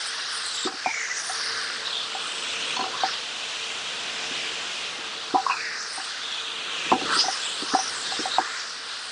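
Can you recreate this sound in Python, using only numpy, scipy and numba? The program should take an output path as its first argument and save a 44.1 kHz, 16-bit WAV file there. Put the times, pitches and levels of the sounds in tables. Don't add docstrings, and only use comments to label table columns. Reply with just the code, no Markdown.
import sys
import numpy as np
from scipy import signal
from scipy.io import wavfile
from scipy.ndimage import uniform_filter1d
from numba import njit

SR = 44100
rng = np.random.default_rng(int(sys.argv[2]) if len(sys.argv) > 2 else 0)


def store_pcm(level_fs):
    pcm = np.round(np.clip(level_fs, -1, 1) * 32767).astype(np.int16)
    wavfile.write(sys.argv[1], SR, np.atleast_2d(pcm).T)


N = 401751

# freq_hz, relative_density_db
NOISE_SPECTRUM = [(40, -33), (70, -20.5), (110, -16.5), (170, -10), (260, -7.5), (400, -7.5), (600, -2.5),
                  (900, -5.5), (1300, -6.5), (2700, -4.5), (6000, -8.5), (10000, -23.5)]
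# pitch_hz, level_db, width_hz
FAN_TONES = [(75, -75.5, 5), (100.4, -68.5, 4), (451.8, -53.5, 4.8)]
# time_s, level_db
FAN_SWELL = [(0.0, -55), (0.63, -53.5), (1.01, -56.5), (1.52, -48.5), (1.93, -50.5), (2.89, -44),
             (3.2, -51), (3.48, -52.5), (4.31, -45), (5.4, -50.5), (6.04, -56.5), (6.65, -49.5),
             (7.08, -38.5), (7.31, -51), (8.25, -47), (8.57, -55), (9.11, -56)]
# time_s, gain_db
OIL_SWELL = [(0, -1.5), (.66, -2), (.695, -3), (.85, 1), (1.3, -0.5), (4.5, 4), (5.7, -2), (7.3, 3.5),
             (9.11, -2)]

# time_s, level_db, pitch_hz
LARGE_BOIL = [(0, -35.5, 1666), (.55, -39, 1536), (1.1, -36, 1904), (1.24, -37, 1540), (1.4, -33, 1660),
              (1.72, -34.5, 1682), (1.95, -41, 1404), (2.6, -39.5, 1480), (3.25, -47.5, 1464),
              (4.23, -40, 1670), (5.2, -43, 1453), (6.14, -38, 1586), (6.5, -42.5, 1440), (7.36, -36, 1624),
              (7.55, -44.5, 1480), (7.86, -37, 1528), (8.6, -35.5, 1697), (8.68, -40.5, 1490),
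              (9.11, -42, 1584)]
MEDIUM_BOIL = [(0, -35.5, 3780), (.6, -36.5, 3880), (.8, -45, 4110), (1.06, -45, 4010), (1.3, -38, 4120),
               (2.0, -36, 3575), (2.74, -31, 3130), (2.86, -35, 3550), (3.3, -34.5, 3397),
               (4.85, -35, 3108), (5.0, -37, 3120), (5.28, -35.5, 4020), (5.6, -44, 4010),
               (5.84, -44, 4100), (6.22, -37.5, 3750), (6.65, -34, 3275), (6.9, -31.5, 2930),
               (7.14, -30, 3860), (7.3, -40.5, 4000), (7.81, -40, 3820), (8.8, -42, 4090),
               (9.11, -38, 4010)]
SMALL_BOIL = [(0, -36.5, 5060), (.6, -39, 4960), (.78, -37, 4750), (.95, -38, 6000), (1.19, -37, 5750),
              (1.44, -32, 4870), (1.75, -38, 4920), (1.93, -44, 4520), (2.75, -42, 6000), (2.9, -52, 4630),
              (3.55, -56, 5430), (4.23, -42, 5210), (5.2, -51, 4820), (5.48, -38.5, 4860),
              (6.11, -39, 4880), (6.5, -64, 5580), (6.8, -42, 5770), (7.1, -43.5, 4710), (7.33, -32, 5250),
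              (7.5, -47, 5000), (8.0, -41, 4760), (8.3, -44.5, 4970), (9.11, -44, 4740)]
TINY_BOIL = [(0, -44.5, 8440), (.25, -53, 9060), (.66, -41, 7750), (.76, -61, 7900), (1.13, -61, 7640),
             (1.2, -44, 9500), (1.49, -45.5, 9370), (1.93, -55, 7630), (2.28, -47, 7920),
             (2.74, -47.5, 8200), (2.85, -58.5, 7680), (4.57, -49, 7230), (4.94, -63, 7830),
             (5.6, -52, 7200), (5.79, -66.5, 7200), (6.54, -57, 7330), (7.05, -49.5, 7530),
             (7.26, -51, 8780), (7.43, -37, 7650), (7.68, -49.5, 8340), (7.86, -41.5, 9300),
             (7.96, -38.5, 7900), (8.17, -41, 8220), (8.32, -48, 7600), (8.57, -47, 7500),
             (8.78, -55.5, 8460), (9.11, -51, 8500)]
BAND_BORDERS_HZ = [2250, 4290, 6700]
# gain_db, log_pitch_spread, decay_cycles
SINGING_BUBBLES = [(-9, .14, 6), (-9, .14, 10), (-5, .06, 15), (-3, .04, 21)]
# peak_s, level_db, pitch_hz, fade_s
SIZZLE_SWELLS = [(.07, -39, 8930, .05), (.35, -40, 8930, .1), (.46, -36.5, 7900, 0.053),
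                 (.56, -35, 7490, .08), (.58, -35, 3800, 0.11), (.66, -35, 4820, 0.074),
                 (.69, -33, 1420, .06), (1.01, -30.5, 2054, .1), (1.17, -32, 6070, .04),
                 (1.29, -40, 9340, .08), (2.81, -35, 1310, .08), (3.019, -32.5, 4010, 0.089),
                 (3.039, -33.5, 1507, 0.17), (3.07, -35, 4950, 0.08), (3.14, -34, 3830, 0.057),
                 (5.35, -33.5, 1150, 0.044), (5.51, -29.5, 1177, .07), (5.66, -31, 1887, 0.19),
                 (5.81, -34.5, 5770, 0.086), (5.94, -39.5, 8900, .08), (6.04, -41.5, 8270, 0.077),
                 (6.93, -32, 1144, 0.033), (7.13, -23.5, 1340, 0.079), (7.15, -36, 8400, 0.056),
                 (7.2, -22.5, 3850, 0.029), (7.2, -21.5, 5080, 0.041), (7.31, -40.5, 9230, 0.063),
                 (7.5, -32.5, 3435, 0.35), (7.61, -36, 4470, .05), (7.74, -31.5, 1255, .08),
                 (7.74, -30, 5340, 0.16), (8.12, -33.5, 4090, 0.27), (8.2, -35, 5360, .1),
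                 (8.35, -36.5, 3920, 0.17), (8.42, -33, 1394, .1), (8.6, -35, 5230, .08),
                 (8.7, -37.5, 4800, .06), (8.91, -36.5, 3740, .15)]
# start_s, depth_db, recovery_s
SIZZLE_DUCKS = [(.688, 8.5, 0.081), (2.775, 4.5, 0.032), (5.38, 0.5, 0.033), (6.945, 11, .04),
                (7.27, 2.5, 0.031)]
# centre_hz, width_hz, depth_ratio
BOWL_NOTCH = (2210, 103, 0.37)
# start_s, length_s, centre_hz, width_hz, depth_ratio
PASSING_NOTCHES = [(.8, .5, 3300, 1200, .3), (5.25, .8, 3150, 700, .5), (6.2, .8, 5300, 800, .45),
                   (6.3, 1.8, 2200, 250, .4), (7.35, .33, 5600, 600, .6), (7.62, .25, 7400, 1200, .5)]

# start_s, main_db, upper_db, upper_centre_hz, contact_ms, t60_ratio
BLADE_KNOCKS = [(0.671, -27, -22, 1280, 1.5, 0.74), (0.721, -33, -38, 1340, 1.5, 0.9),
                (0.86, -13.5, -19.5, 930, 2.5, 0.38), (0.889, -43, -28.5, 905, 1.7, 0.97),
                (1.296, -25, -30, 1710, 1.1, 0.41), (2.15, -23, -37, 1630, 1.5, 0.58),
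                (2.766, -31, -25, 991, 1.5, 0.97), (2.792, -23, -24, 1010, 1.3, 0.57),
                (2.809, -27, -22, 996, 1.4, 0.71), (2.839, -27, -26, 1160, 1.5, 1),
                (2.863, -23, -35, 1280, 1.2, 0.75), (3.035, -11.5, -18.5, 923, 0.83, 0.65),
                (5.345, -13.5, -15.5, 996, 1.9, 1), (5.357, -14, -20, 1040, 3.7, 1),
                (5.465, -50, -11, 1110, 2.4, 0.63), (5.497, -31, -13, 1130, 3.6, 0.9),
                (5.977, -28, -40, 894, 1.5, 0.68), (5.999, -36, -35, 1730, 1.5, 0.54),
                (6.9166, -14, -7, 973, 1.1, 0.99), (6.924, -10.5, -11, 980, 0.46, 0.48),
                (7.012, -26, -26, 1290, 1, 0.58), (7.24, -26, -28, 958, 1.5, 1),
                (7.283, -14.5, -30, 923, 1.9, 0.33), (7.737, -37, -16.5, 1355, 1.5, 0.73),
                (7.748, -8, -15, 950, 1.6, 0.46), (7.789, -20, -26, 880, 1.4, 0.54),
                (8.121, -24, -28, 1140, 2.3, 0.49), (8.256, -17.5, -34, 1360, 1, 0.52),
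                (8.384, -8.5, -8.5, 900, 1.7, 0.3)]
# pitch_hz, gain_db, t60_s
BOWL_MAIN_MODES = [(764.7, 8, .16), (725, -14, .1), (809, -0.5, 0.17)]
BOWL_UPPER_MODES = [(891, 3.5, .1), (996, 3, 0.088), (1098, 6.5, 0.036), (1286, -5.5, 0.048),
                    (1710, 12, 0.06)]
# start_s, level_db, contact_ms
STAND_THUDS = [(0.651, -20, 4.1), (0.669, -31, 2.5), (0.689, -31.5, 2.2), (0.739, -38, 2.9),
               (0.869, -29, 0.6), (2.791, -30, 3.3), (2.819, -31, 2.9), (3.039, -34, 2), (4.311, -33, 2),
               (4.984, -38, 1.3), (5.339, -16.5, 2.4), (5.982, -39.5, 2.6), (6.475, -45, 2),
               (6.864, -34, 1.3), (6.917, -13.5, 3.2), (6.934, -21, 2), (6.954, -23, 2), (7.02, -26, 2),
               (7.049, -30, 1.5), (7.094, -35, 2), (7.123, -34, 2), (7.165, -27, 2), (7.254, -35, 3.6),
               (7.285, -40, 2), (7.623, -24.5, 2), (7.736, -17.5, 2), (8.192, -22.5, 2),
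               (8.392, -26.5, 4.5)]
# pitch_hz, gain_db, t60_s
STAND_MODES = [(150, -22, .05), (249, -4.5, 0.089), (300, 7.5, 0.061), (360.5, 3, 0.1), (461, -5, 0.099)]
# start_s, length_s, first_gain_db, last_gain_db, first_hz, last_hz
BLADE_SCRAPES = [(.43, 0.24, -30, -33, 4000, 3710), (.845, 0.077, -21, -32, 2410, 2280),
                 (.915, .14, -26, -29, 2110, 2010), (1.092, 0.048, -24, -40, 2035, 2030),
                 (.93, 0.29, -35, -36, 6950, 5830), (1.845, 0.076, -25, -33, 3750, 3930),
                 (1.92, .15, -25, -30, 3540, 3410), (2.9, .13, -33, -31, 1050, 1100),
                 (3.01, .09, -34, -34, 4400, 5300), (3.089, .06, -31, -35, 5420, 4380),
                 (5.49, 0.13, -26, -32, 2570, 2380), (5.615, .16, -28, -39, 2050, 1750),
                 (6.22, 0.3, -27, -36, 3580, 3350), (6.74, .2, -31, -32, 2795, 2580),
                 (7.09, .1, -21, -36, 1347, 1294), (7.12, .05, -21.5, -31, 4480, 4700),
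                 (7.17, 0.097, -16.5, -33, 4960, 5100), (7.21, .13, -27, -36, 5850, 5700),
                 (7.42, 0.084, -24.5, -35, 3500, 3330), (7.77, 0.13, -27, -32, 5840, 5680),
                 (8.02, 0.16, -32, -36, 3750, 3900), (8.22, 0.15, -32, -24.5, 3840, 3980)]
# start_s, level_db, pitch_hz
EDGE_RINGS = [(2.7626, -23, 4350), (2.8044, -25, 4290), (2.835, -30, 4260), (3.0042, -23, 3920)]
# pitch_ratio, gain_db, t60_s
EDGE_MODES = [(.6, -9, .04), (1, 2, 0.072), (1.49, -4, .04)]


def undb(db):
    return 10 ** (np.asarray(db) / 20)


def at_rms(x, db):
    return x * undb(db) / np.sqrt(np.mean(x ** 2))


def curve(table):
    return np.interp(np.arange(N) / SR, *np.transpose(table))


def band(x, hz, width_hz):
    return signal.lfilter(*signal.iirpeak(hz, hz / width_hz, SR), x)


def walk(rate_hz):
    hold = int(SR / rate_hz)
    steps = np.repeat(rng.standard_normal(N // hold + 1), hold)
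    return 1.21 * uniform_filter1d(uniform_filter1d(steps, hold), hold)[:N]


@njit
def grains(starts, hz, cycles, gain):
    out = np.zeros(N)
    for g in range(len(starts)):
        pole = np.exp((2j * np.pi - 1 / cycles[g]) * hz[g] / SR)
        step = hz[g] / SR / cycles[g]
        phasor = gain[g] + 0j
        for i in range(min(N - starts[g], int(7 / step))):
            out[starts[g] + i] += phasor.imag * i * step
            phasor *= pole
    return out


def bursts(track, per_s, spread, cycles, scatter_db, flicker_db, drift, flicker_hz=18):
    time_s, db, hz = np.transpose(track)
    first, last = int(time_s[0] * SR), min(int(time_s[-1] * SR), N)
    starts = rng.integers(first, last, per_s * (last - first) // SR)
    db, hz = np.interp(starts / SR, time_s, db), np.interp(starts / SR, time_s, hz)
    pitch_draw, decay_draw = rng.standard_normal((len(starts), 2)).T
    strength = np.minimum(rng.exponential(size=len(starts)), 3)
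    gain = undb(scatter_db * strength + flicker_db * walk(flicker_hz)[starts])
    pitch_hz = np.clip(hz * np.exp(drift * walk(20)[starts] + spread * pitch_draw), 300, .4 * SR)
    decay_cycles = cycles * np.exp(.49 * decay_draw)
    mean_square = per_s * np.mean(gain ** 2 * decay_cycles / pitch_hz) / 8
    return grains(starts, pitch_hz, decay_cycles, undb(db) * gain / np.sqrt(mean_square))


def strike(blows, modes, detune):
    out, t = np.zeros(N + SR), np.arange(SR // 4) / SR
    for start_s, peak_db, contact_ms, t60_ratio in blows:
        ring = 0
        for hz, db, t60_s in modes:
            gain_draw, pitch_draw, phase_draw = rng.standard_normal(3)
            envelope = undb(db + 2 * gain_draw - 60 * t / (t60_s * t60_ratio))
            ring += envelope * np.sin(2 * np.pi * hz * (1 + detune * pitch_draw) * t + .58 * phase_draw)
        ring *= 1 - np.exp(-t * 1000 / contact_ms)
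        i = int(start_s * SR)
        out[i:i + len(t)] += undb(peak_db) * ring / np.abs(ring).max()
    return out[:N]


def fan_and_oil():
    fan_db, oil_db = curve(FAN_SWELL), curve(OIL_SWELL)
    fan_db -= fan_db.mean()
    freq_hz, density_db = np.transpose(NOISE_SPECTRUM)
    noise = 0
    for hz in 45 * 2 ** np.arange(0, 8, .5):
        band_db = np.interp(np.log(hz), np.log(freq_hz), density_db) + 10 * np.log10(hz)
        swell_db = 1.2 * walk(6) + (fan_db if hz < 700 else oil_db)
        rush = band(band(rng.standard_normal(N), hz, hz / 2), hz, hz / 2)
        noise += undb(band_db + swell_db) * at_rms(rush, 0)
    hum = sum(at_rms(band(rng.standard_normal(N), hz, width_hz), db) for hz, db, width_hz in FAN_TONES)
    return at_rms(noise, -37.5) + undb(.5 * fan_db) * hum


def sizzle_track(steady, band_index, fade_db=13, rise_ratio=.8):
    t = np.arange(0, N / SR + .005, .005)
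    time_s, steady_db, steady_hz = np.transpose(steady)
    power = undb(2 * np.interp(t, time_s, steady_db))
    weighted_hz = power * np.interp(t, time_s, steady_hz)
    for peak_s, db, hz, fade_s in SIZZLE_SWELLS:
        if np.searchsorted(BAND_BORDERS_HZ, hz) == band_index:
            slope_s = fade_s * np.where(t < peak_s, rise_ratio, 1)
            swell = undb(2 * (db - fade_db * abs(t - peak_s) / slope_s))
            power += swell
            weighted_hz += swell * hz
    duck_db = sum(depth_db * (t >= start_s) * np.exp(-abs(t - start_s) / recovery_s)
                  for start_s, depth_db, recovery_s in SIZZLE_DUCKS)
    return np.transpose([t, 10 * np.log10(power) - duck_db, weighted_hz / power])


def sizzle():
    boils = LARGE_BOIL, MEDIUM_BOIL, SMALL_BOIL, TINY_BOIL
    tracks = [sizzle_track(steady, band_index) for band_index, steady in enumerate(boils)]
    large, medium, small, tiny = tracks
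    out = bursts(large, per_s=3000, spread=.1903, cycles=1.75, scatter_db=1.5, flicker_db=.9, drift=.023)
    out += bursts(medium, per_s=5000, spread=.1974, cycles=3.3, scatter_db=2, flicker_db=.9, drift=.018)
    out += bursts(small, per_s=6000, spread=.122, cycles=4.3, scatter_db=3, flicker_db=-.1, drift=.025)
    out += bursts(tiny, per_s=5000, spread=.0875, cycles=6.3, scatter_db=6.5, flicker_db=2.5, drift=.02)
    for track, (db, spread, cycles) in zip(tracks, SINGING_BUBBLES):
        out += undb(db) * bursts(track, per_s=400, spread=spread, cycles=cycles,
                                 scatter_db=4, flicker_db=3, drift=.0154)
    return out


def echo_notches(x):
    hz, width_hz, depth = BOWL_NOTCH
    x = x - depth * band(x, hz, width_hz)
    for start_s, length_s, hz, width_hz, depth in PASSING_NOTCHES:
        passing = np.sin(np.pi * np.clip((np.arange(N) / SR - start_s) / length_s, 0, 1))
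        x = x - depth * passing * band(x, hz, width_hz)
    return x


def bowl_knocks(falloff_db_per_octave=83):
    blows = [(start_s, db, ms, t60_ratio) for start_s, db, _, _, ms, t60_ratio in BLADE_KNOCKS]
    out = strike(blows, BOWL_MAIN_MODES, detune=.0077)
    for start_s, _, upper_db, centre_hz, contact_ms, t60_ratio in BLADE_KNOCKS:
        modes = [(hz, db - falloff_db_per_octave * abs(np.log2(hz / centre_hz)), t60_s)
                 for hz, db, t60_s in BOWL_UPPER_MODES]
        out += strike([(start_s, upper_db, contact_ms, t60_ratio)], modes, detune=.015)
    return out


def stand_thuds():
    return strike([(*thud, 1) for thud in STAND_THUDS], STAND_MODES, detune=.043)


def blade_scrapes(bite_s=.022, touch_db=-9):
    out = 0
    for start_s, length_s, first_db, last_db, first_hz, last_hz in BLADE_SCRAPES:
        track = [(start_s, first_db + touch_db, first_hz),
                 (start_s + bite_s, first_db, first_hz),
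                 (start_s + length_s, last_db, last_hz)]
        out += bursts(track, per_s=700, spread=.045, cycles=8,
                      scatter_db=3.5, flicker_db=4, drift=.02, flicker_hz=45)
    return undb(-4.5) * out


def edge_rings(contact_ms=3):
    out = 0
    for start_s, peak_db, hz in EDGE_RINGS:
        modes = [(ratio * hz, db, t60_s) for ratio, db, t60_s in EDGE_MODES]
        out += strike([(start_s, peak_db, contact_ms, 1)], modes, detune=.0028)
    return out


def scene():
    frying = echo_notches(sizzle() + fan_and_oil())
    spatula = bowl_knocks() + stand_thuds() + blade_scrapes() + edge_rings()
    return np.tile(frying + spatula, (2, 1))


def record(dry):
    low_hz, top_hz, ceiling = 75, 10050, .62
    thin = signal.sosfilt(signal.butter(2, low_hz, "high", fs=SR, output="sos"), dry)
    rounded = ceiling * np.tanh(thin / ceiling)
    return signal.sosfilt(signal.ellip(12, .2, 70, top_hz, fs=SR, output="sos"), rounded)


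dry = scene()
out = record(dry)
store_pcm(out)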